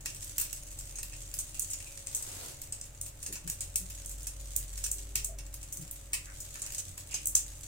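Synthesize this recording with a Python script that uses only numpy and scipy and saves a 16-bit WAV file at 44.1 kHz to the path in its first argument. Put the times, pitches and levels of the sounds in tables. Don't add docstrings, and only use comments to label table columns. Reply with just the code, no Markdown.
import sys
import numpy as np
from scipy import signal
from scipy.fft import rfft, irfft
from scipy.io import wavfile

SR = 44100
rng = np.random.default_rng(int(sys.argv[2]) if len(sys.argv) > 2 else 0)


def generate_wav(signal):
    frames = np.transpose(np.atleast_2d(signal))
    scaled = np.clip(frames, -1, 1) * 32767
    pcm = np.round(scaled).astype(np.int16)
    wavfile.write(sys.argv[1], SR, pcm)


N = 338240
BINS = np.fft.rfftfreq(2048, 1 / SR)
LEAD_S = .003


def amp(db):
    return 10 ** (np.asarray(db) / 20)


def evened(x):
    return x / np.sqrt(np.mean(x ** 2) + 1e-20)


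def unit(x):
    return x / np.sqrt(np.sum(x ** 2, -1, keepdims=True) + 1e-20)


def read(points, hz):
    f, value = np.transpose(points)
    return np.interp(np.log(hz + 1), np.log(f + 1), value)


def follow(rows):
    s, *columns = np.transpose(rows)
    return [np.interp(np.arange(N) / SR, s, c) for c in columns]


def add(mix, s, sound):
    part = mix[:, max(round(s * SR), 0):][:, :sound.shape[1]]
    part += sound[:, :part.shape[1]]


def wander(per_s):
    size = 8192
    hz = np.fft.rfftfreq(size, N / SR / size)
    spectrum = rfft(rng.standard_normal(size)) / (1 + (hz / per_s) ** 4)
    drift = evened(irfft(spectrum))
    return np.interp(np.arange(N) * size / N, np.arange(size), drift)


def tone(hz):
    return np.sin(2 * np.pi * np.cumsum(hz) / SR)


def causal(db):
    log_gain = np.log(amp(np.concatenate([db, db[-2:0:-1]])))
    spectrum = np.exp(np.conj(signal.hilbert(log_gain)))
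    return np.fft.ifft(spectrum).real[:len(db) // 2]


def bell(centre_hz, width_hz):
    return 1 / (1 + (2 * (BINS - centre_hz) / width_hz) ** 2)


def burst(length_s, hz, width_hz, grain_db):
    size = int(length_s * SR)
    u, f = np.arange(size) / size, np.fft.rfftfreq(size, 1 / SR)
    grains = np.interp(u * length_s, np.arange(500) / 500, rng.standard_normal(500))
    push = rng.standard_normal((2, size)) * amp(grain_db * grains)
    ring = irfft(rfft(push) / (1 + (2 * (f - hz) / width_hz) ** 4), size)
    return evened(ring * np.sin(np.pi * u ** 0.51))


def room_air(level_db=-54):
    # frequency in Hz, relative level in dB per Hz.
    air_colour = [(10, 3.5), (25, -2.5), (45, -4.5), (90, 2.5), (125, -1), (180, -13.5), (280, -15.5),
                  (460, -16.5), (650, -16), (900, -21.5), (2500, -23.5), (5000, -34), (16000, -31.5)]
    # frequency in Hz, correlation from 0 to 1.
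    likeness = [(50, .999), (125, .97), (250, 0.84), (500, 0.065), (1000, 0.163), (4000, 0.16)]
    hz = np.fft.rfftfreq(N, 1 / SR)
    left, other = rfft(rng.standard_normal((2, N)))
    same = read(likeness, hz)
    right = same * left + np.sqrt(1 - same ** 2) * other
    return amp(level_db) * evened(irfft(np.array([left, right]) * amp(read(air_colour, hz)), N))


def appliance_hum(waver_hz=1.33, flutter_db=2.17):
    # frequency in Hz, rms level in dB before the flutter.
    partials = [(89, -59.5), (131, -67), (300, -72), (550, -71.5), (599, -75.5), (850, -83.5)]
    hum = np.zeros(N)
    for hz, db in partials:
        level = amp(db + flutter_db * wander(3.8))
        hum += level * tone(hz + waver_hz * wander(7.7))
    return np.sqrt(2) * hum


def low_drone(level_db=-1, waver_hz=1.47, flutter_db=1.0):
    # time in seconds, pitch in Hz before the waver,
    # rms level in dB before level_db and the flutter.
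    drone_course = [(0.0, 42.33, -52), (1.09, 42.2, -47), (2.69, 42.4, -59), (2.78, 44.67, -54),
                    (3.56, 47.8, -50.5), (4.23, 47.63, -42.5), (5.45, 47.8, -43), (5.83, 46.95, -55),
                    (6.09, 46.1, -48), (7.01, 47.7, -56.5), (7.39, 47.7, -46), (7.67, 47.8, -50)]
    pitch, db = follow(drone_course)
    level = amp(db + level_db + flutter_db * wander(9.6))
    return np.sqrt(2) * level * tone(pitch + waver_hz * wander(6.7))


def whine(hz=400, waver_hz=7):
    # time in seconds, rms level in dB.
    swell = [(4.8, -110), (4.95, -69), (5.2, -67), (5.43, -70), (5.55, -110)]
    return np.sqrt(2) * amp(follow(swell)[0]) * tone(hz + waver_hz * wander(10.25))


def bumps(level_db=-1, upper_db=-13, side=.3):
    # start in seconds, length in seconds, centre in Hz, width in Hz,
    # level in dB before level_db.
    bump_rows = [(3.285, .075, 248, 400, -53), (3.444, 0.075, 160, 82, -48), (3.8, .12, 175, 38, -54.5),
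                 (5.289, 0.073, 630, 130, -55), (5.78, 0.094, 157, 62, -47.5), (6.865, .13, 89, 15, -52.5)]
    out = np.zeros((2, N))
    for s, length_s, hz, width_hz, db in bump_rows:
        upper = amp(upper_db) / (1 + (hz / 400) ** 2)
        low_push = burst(length_s, hz, width_hz, 0)
        mid, apart = low_push + upper * burst(length_s, 2 * hz, 2 * width_hz, 0)
        add(out, s, amp(db + level_db) * (evened(mid) + side * np.array([apart, -apart])))
    return out


def room(x, rise_s=0.0067, count=3):
    # frequency in Hz, time to fall by 60 dB in seconds.
    decay = [(300, 0.27), (2700, 0.31), (7000, 0.23), (15000, 0.2)]
    hz, t, z = signal.stft(rng.standard_normal((count, 2, SR // 2)), SR, nperseg=256)
    faded = z * amp(-60 * t / read(decay, hz)[:, None])
    tails = signal.istft(faded, SR, nperseg=256)[1]
    tail_t = np.arange(tails.shape[-1]) / SR
    tails = unit(tails * (1 - np.exp(-(tail_t / rise_s) ** 2)))
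    turn = 2 * np.pi * np.arange(N) / SR
    out = np.zeros((2, N))
    for k, tail in enumerate(tails):
        share = np.sqrt(2 / count) * np.cos(turn + np.pi * k / count)
        out += signal.oaconvolve(x * share, tail, axes=1)[:, :N]
    return out


def rustle(grain_db=3, grains_per_s=150):
    # time in seconds, level in dB.
    brushing = [(1.95, -78), (2.1, -55), (2.25, -51.5), (2.42, -45), (2.52, -49.5), (2.62, -83),
                (2.7, -100)]
    # frequency in Hz, relative level in dB per Hz.
    grit_colour = [(100, -10), (250, -2.5), (500, 0), (900, -5), (1600, -8.5), (4000, -6), (8000, -1),
                   (16000, -10.5)]
    colour = amp(read(grit_colour, np.fft.rfftfreq(N, 1 / SR)))
    friction = rng.standard_normal((2, N)) * amp(grain_db * wander(grains_per_s))
    return amp(follow(brushing)[0]) * evened(irfft(rfft(friction) * colour, N))


def scrapes(level_db=-1, grain_db=5):
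    # start in seconds, length in seconds, centre in Hz, width in Hz,
    # level in dB before level_db.
    scrape_rows = [(0.381, 0.1, 3440, 4460, -55), (.94, 0.055, 2430, 900, -62),
                   (1.115, 0.052, 2640, 700, -62), (1.528, 0.089, 2630, 600, -63),
                   (1.716, .05, 2620, 1200, -60), (1.861, 0.042, 2570, 400, -56),
                   (6.264, 0.067, 1800, 1210, -57.5), (6.551, 0.021, 1533, 910, -55.5),
                   (6.629, 0.085, 1900, 2400, -60.5), (7.096, 0.13, 2683, 1300, -54)]
    out = np.zeros((2, N))
    for s, length_s, hz, width_hz, db in scrape_rows:
        add(out, s, amp(db + level_db) * burst(length_s, hz, width_hz, grain_db))
    return out


def overtones(count=7, width_hz=220, height_db=7):
    modes = bell(rng.uniform(4900, 15360, (count, 1)), width_hz)
    return height_db * modes.max(0)


def chatter(decay_s, delay, per_s=6000, first=0.15, contact_s=0.00055, alike=0.39):
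    slip, slip_s = .02, .0008
    t = np.arange(SR // 36) / SR - LEAD_S
    hits = rng.standard_normal((3, len(t))) * (rng.random((3, len(t))) < per_s / SR)
    both_ears = np.sqrt(alike) * hits[0] + np.sqrt(1 - alike) * hits[1:]
    rebounds = unit(both_ears * (t > 0) * np.exp(-abs(t) / (2 * decay_s)))
    grit = rng.choice([-1, 1], len(t))
    contact = unit(grit * (t >= 0) * np.exp(-abs(t) / (2 * contact_s)))
    slide = unit(grit * (t < 0) * np.exp(-abs(t) / (2 * slip_s)))
    left, right = np.sqrt(slip) * slide + np.sqrt(first) * contact + np.sqrt(1 - first) * rebounds
    return np.array([left, np.roll(right, round(delay))])


def patter(level_db=1.0, ring_db=9, ring_width_hz=350, vary_db=3, count=40):
    # time in seconds, level in dB before level_db.
    bustle = [(0.0, -51), (0.3, -49.5), (1.11, -54.5), (1.62, -48), (1.83, -51.5), (2.39, -51.5),
              (2.58, -55.5), (3.27, -57), (3.44, -53.5), (4.04, -54.5), (4.8, -51), (5.47, -61.5),
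              (5.7, -56), (6.11, -56), (6.6, -49), (7.01, -54.5), (7.26, -52), (7.67, -52.5)]
    # frequency in Hz, relative level in dB per Hz.
    leg_colour = [(200, -46), (800, -22), (1600, -12), (2650, -7), (3800, -5), (5200, -5.5), (6400, 0.5),
                  (8000, 3), (9800, -4.5), (12000, -7.5), (16000, -11)]
    taps_each, spread_db, clump_db, chatter_s = 60, 5, 1.2, .0015
    out = np.zeros((2, N))
    for _ in range(count):
        colour = read(leg_colour, BINS) + ring_db * bell(rng.uniform(5540, 10170), ring_width_hz)
        colour = colour + overtones()
        colour = colour + vary_db * (rng.normal() * bell(1700, 2500) + rng.normal() * bell(16700, 4400))
        taps = chatter(chatter_s, rng.uniform(-4.5, 7))
        tick = unit(signal.fftconvolve(taps, causal(colour)[None], axes=1))
        force = np.minimum(rng.exponential(1, taps_each), 3)
        for s, db in zip(rng.random(taps_each) * N / SR, spread_db * force):
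            add(out, s, amp(db) * tick)
    clumped = evened(out * amp(clump_db * wander(14)))
    return amp(level_db + follow(bustle)[0]) * clumped


def faint_clacks(count=28, level_db=-50.5, low_hz=6200, high_hz=8700):
    sparkle_db, knock_db, chatter_s = -10, -14, .0025
    rows = []
    for k, (when, small, side) in enumerate(rng.random((count, 3))):
        s = (k + when) / count * N / SR
        ring_hz = low_hz + (high_hz - low_hz) * small
        pan_db = 2 * (2 * side - 1)
        rows.append((s, level_db, sparkle_db, knock_db, ring_hz, pan_db, chatter_s))
    return rows


def clacks(ring_db=6, ring_width_hz=500, sparkle_db=8, knock_db=-1.5, body=0.5, room_db=-2.5):
    # time in seconds, level of the shell in dB,
    # top sparkle in dB before sparkle_db, knock of the bowl in dB before knock_db, shell ring in Hz,
    # left over right in dB, decay time of the chatter in seconds.
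    loud_clacks = [(0.0588, -33.5, -10, -6.5, 6300, -0.5, .003), (.147, -44.5, -9, -22, 8100, 1, .003),
                   (0.2252, -41.5, -20, -16, 8400, 1, .004), (0.244, -47, -1, -31, 8600, 1, 0.0018),
                   (.3815, -32, 1, -16.5, 7350, -0.5, .002), (0.399, -34.5, -1, -35, 8500, 8, .004),
                   (.413, -32.5, -2, -16, 8500, -1, 0.0036), (0.4483, -44.5, -6, -9, 7500, 0, 0.0045),
                   (0.529, -37.5, -4.5, -16, 7960, -6.5, .002), (.789, -40.5, -7, -22, 7650, 1, .004),
                   (0.956, -40.5, -15, -23, 6300, -2, 0.0054), (0.9854, -37, -18, -17, 6400, 0, 0.0058),
                   (1.0307, -39, -4, -11, 7350, 0, 0.0022), (1.1322, -47.5, -25, -4.5, 5480, -1, .004),
                   (1.223, -46, -26, -38, 7235, -1, .0008), (1.314, -55, -10, -7, 7120, 1, 0.0012),
                   (1.34, -39.5, 0, -17, 9500, 2, 0.0022), (1.3884, -30.5, -10, -28.5, 8200, 0, 0.012),
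                   (1.5951, -32, -8, -54, 8300, -9, 0.0016), (1.6202, -34, -11, -43, 7440, -1, .004),
                   (1.7031, -34.5, -13, -35, 8400, -1, 0.014), (1.7332, -33.5, -13, -23, 7050, 0, 0.0044),
                   (1.802, -45.5, -17, -8, 8590, -1, .0024), (1.9752, -47, -18, -11, 8300, -10, .0025),
                   (2.0706, -37.5, -14, -15.5, 8400, 7, .0013), (2.1486, -28.5, -13, -38, 8060, 0, .004),
                   (2.166, -37, -7, -27, 8400, 2, .001), (2.225, -38, -7, -30, 8140, 3, 0.0016),
                   (2.6171, -41.5, -5, -18, 8160, -1, 0.0017), (2.7236, -34, -14, -22, 7700, 2, .003),
                   (2.8126, -39.5, -20, -24, 7200, -1, .0015), (3.0134, -35.5, -10, -37, 8300, -1, 0.0012),
                   (3.0616, -43.5, -6, -19, 8300, 2, 0.005), (3.2286, -39.5, -11, -20, 7340, -1, .0045),
                   (3.2629, -35.5, -14, -16.5, 6600, 1, 0.0051),
                   (3.3258, -37.5, -6, -11.5, 7100, -1, 0.014), (3.356, -39.5, -13, -9.5, 6400, 0, 0.0068),
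                   (3.476, -37.5, -8, -13, 7350, 1, 0.0034), (3.4993, -32.5, -5, -21, 8600, -2, 0.0015),
                   (3.6073, -33, -11, -19.5, 8500, 0, 0.0048), (3.7582, -27, -6, -25, 8850, 3, 0.0021),
                   (3.9009, -43, -6, -13, 7160, 1, 0.0064), (4.0598, -40.5, -11, -40, 8350, -3, 0.0019),
                   (4.0945, -43.5, -7, -25, 7300, -3, 0.0023), (4.113, -44, -5, -31, 7200, -1, 0.003),
                   (4.231, -46, -10, -40, 8500, -4, 0.0017), (4.2699, -35, -9, -22, 7300, -2, 0.0044),
                   (4.5632, -30.5, -2.5, -34, 9600, -7, 0.0013), (4.7766, -42.5, -5, -15, 7310, 2, 0.0019),
                   (4.8394, -30, -12, -19, 6100, -4, 0.0076), (4.8634, -36, -5, -17, 7500, 1, 0.0026),
                   (4.9148, -30.5, -7, -42, 8100, 2, 0.0018), (4.9835, -42.5, -11, -15, 6040, -2, .005),
                   (5.1556, -27, -9, -11.5, 7400, 0, 0.0019), (5.2456, -31, -9, -33, 8140, -1, 0.0022),
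                   (5.386, -43.5, -11, -8.5, 6000, -1, 0.011), (5.541, -43.5, -4, -13.5, 9170, -1, .0026),
                   (5.6295, -44.5, -11, -14.5, 7800, 1, 0.0022), (5.7256, -38.5, -6, -45, 7240, 0, 0.0061),
                   (5.771, -41, -8, -35, 8250, 2, .002), (5.8125, -46, -6, -16, 7400, -1, 0.009),
                   (5.9116, -44.5, 3, -41, 9800, 3, .0014), (6.133, -28, -10, -7.5, 7420, 0, .009),
                   (6.403, -39.5, -9, -38, 7120, 1, 0.0077), (6.5522, -53.5, -14, 2, 7200, 0, 0.0018),
                   (6.6188, -34, -18, -24, 7300, -1, 0.0029), (6.6637, -40, -11, -12, 7400, -2, 0.0027),
                   (6.7218, -43, -3, -16, 7030, -1, .0014), (6.7473, -37, -11, -18, 8540, 0, 0.0026),
                   (6.782, -32, -11, -21, 6100, -1, 0.016), (6.9781, -42.5, -4, -9.5, 7400, 1, 0.0013),
                   (7.1109, -40.5, -17, -10, 7200, -2, 0.021), (7.1419, -29.5, -18, -15, 6160, -1, .007),
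                   (7.2571, -30.5, -13, -55, 7800, -2, .001), (7.2714, -30, -6, -60, 9100, 1, 0.0013),
                   (7.3524, -19, -14, -37.5, 6170, 0, 0.0024), (7.365, -36.5, -14, -11, 7400, -4, 0.0018)]
    # frequency in Hz, relative level in dB per Hz.
    shell_colour = [(100, -19), (600, -21), (1500, -20.5), (3000, -14), (4200, -11.5), (5200, -6.5),
                    (6300, -1.5), (8200, 2), (9800, -3), (12000, -7.5), (15000, -7), (16000, -8)]
    # frequency in Hz, relative level in dB,
    # time to fall by 60 dB in seconds.
    bowl_modes = [(570, -28, 0.02), (1010, -15, 0.039), (1440, -10.5, 0.0084), (1827, 0.5, 0.012),
                  (2276, -7.5, 0.05), (2569, -3, 0.057), (2750, -2, 0.048), (2970, 0, 0.012),
                  (3450, -29, 0.0055)]
    delay, delay_spread = 3.5, 3
    near, radiated = np.zeros((2, N)), np.zeros((2, N))
    t = np.arange(SR // 16) / SR
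    top = np.clip((BINS - 9000) / 3000, 0, 1)
    low = np.clip((6200 - BINS) / 1200, 0, 1)
    modes = np.array([amp(d - 60 * t / t60) * np.exp(2j * np.pi * f * t) for f, d, t60 in bowl_modes])
    for s, db, sparkle, knock, hz, pan, chatter_s in loud_clacks + faint_clacks():
        colour = read(shell_colour, BINS) + ring_db * bell(hz, ring_width_hz) + overtones()
        colour = colour + low * body * (knock + 20)
        main_ring = np.sqrt(np.mean(amp(colour - 41 * top) ** 2))
        shell = causal(colour + top * (sparkle + sparkle_db)) / main_ring
        phase = np.exp(2j * np.pi * rng.random((len(modes), 1)))
        bowl = amp(knock + knock_db) * unit((phase * modes).real.sum(0))
        taps = chatter(chatter_s, delay + delay_spread * rng.normal())
        size = amp(db) * np.sqrt(SR / 100)
        for ring in (shell, bowl):
            rattle = np.linalg.norm(ring) * unit(signal.fftconvolve(taps, ring[None], axes=1))
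            add(near, s - LEAD_S, size * amp([[pan / 2], [-pan / 2]]) * rattle)
            add(radiated, s, size * np.array([ring, ring]))
    return near + amp(room_db) * room(radiated)


def scene(room_db=-2.0):
    behind = room_air() + appliance_hum() + low_drone() + whine() + bumps()
    crawling = rustle() + scrapes() + patter()
    return behind + crawling + amp(room_db) * room(crawling) + clacks()


def record(dry, edge_hz=15900):
    # frequency in Hz, left over right in dB.
    balance = [(200, 0.5), (500, -0.5), (5000, -1.0), (8500, 0.5), (13000, 0.5), (16000, -10.0)]
    lean_db = read(balance, np.fft.rfftfreq(N, 1 / SR))
    heard = irfft(rfft(dry) * amp([lean_db / 2, -lean_db / 2]), N)
    low_pass = signal.firwin(255, edge_hz, window=("kaiser", 8), fs=SR)
    return signal.oaconvolve(heard, low_pass[None], "same")


dry = scene()
out = record(dry)
generate_wav(out)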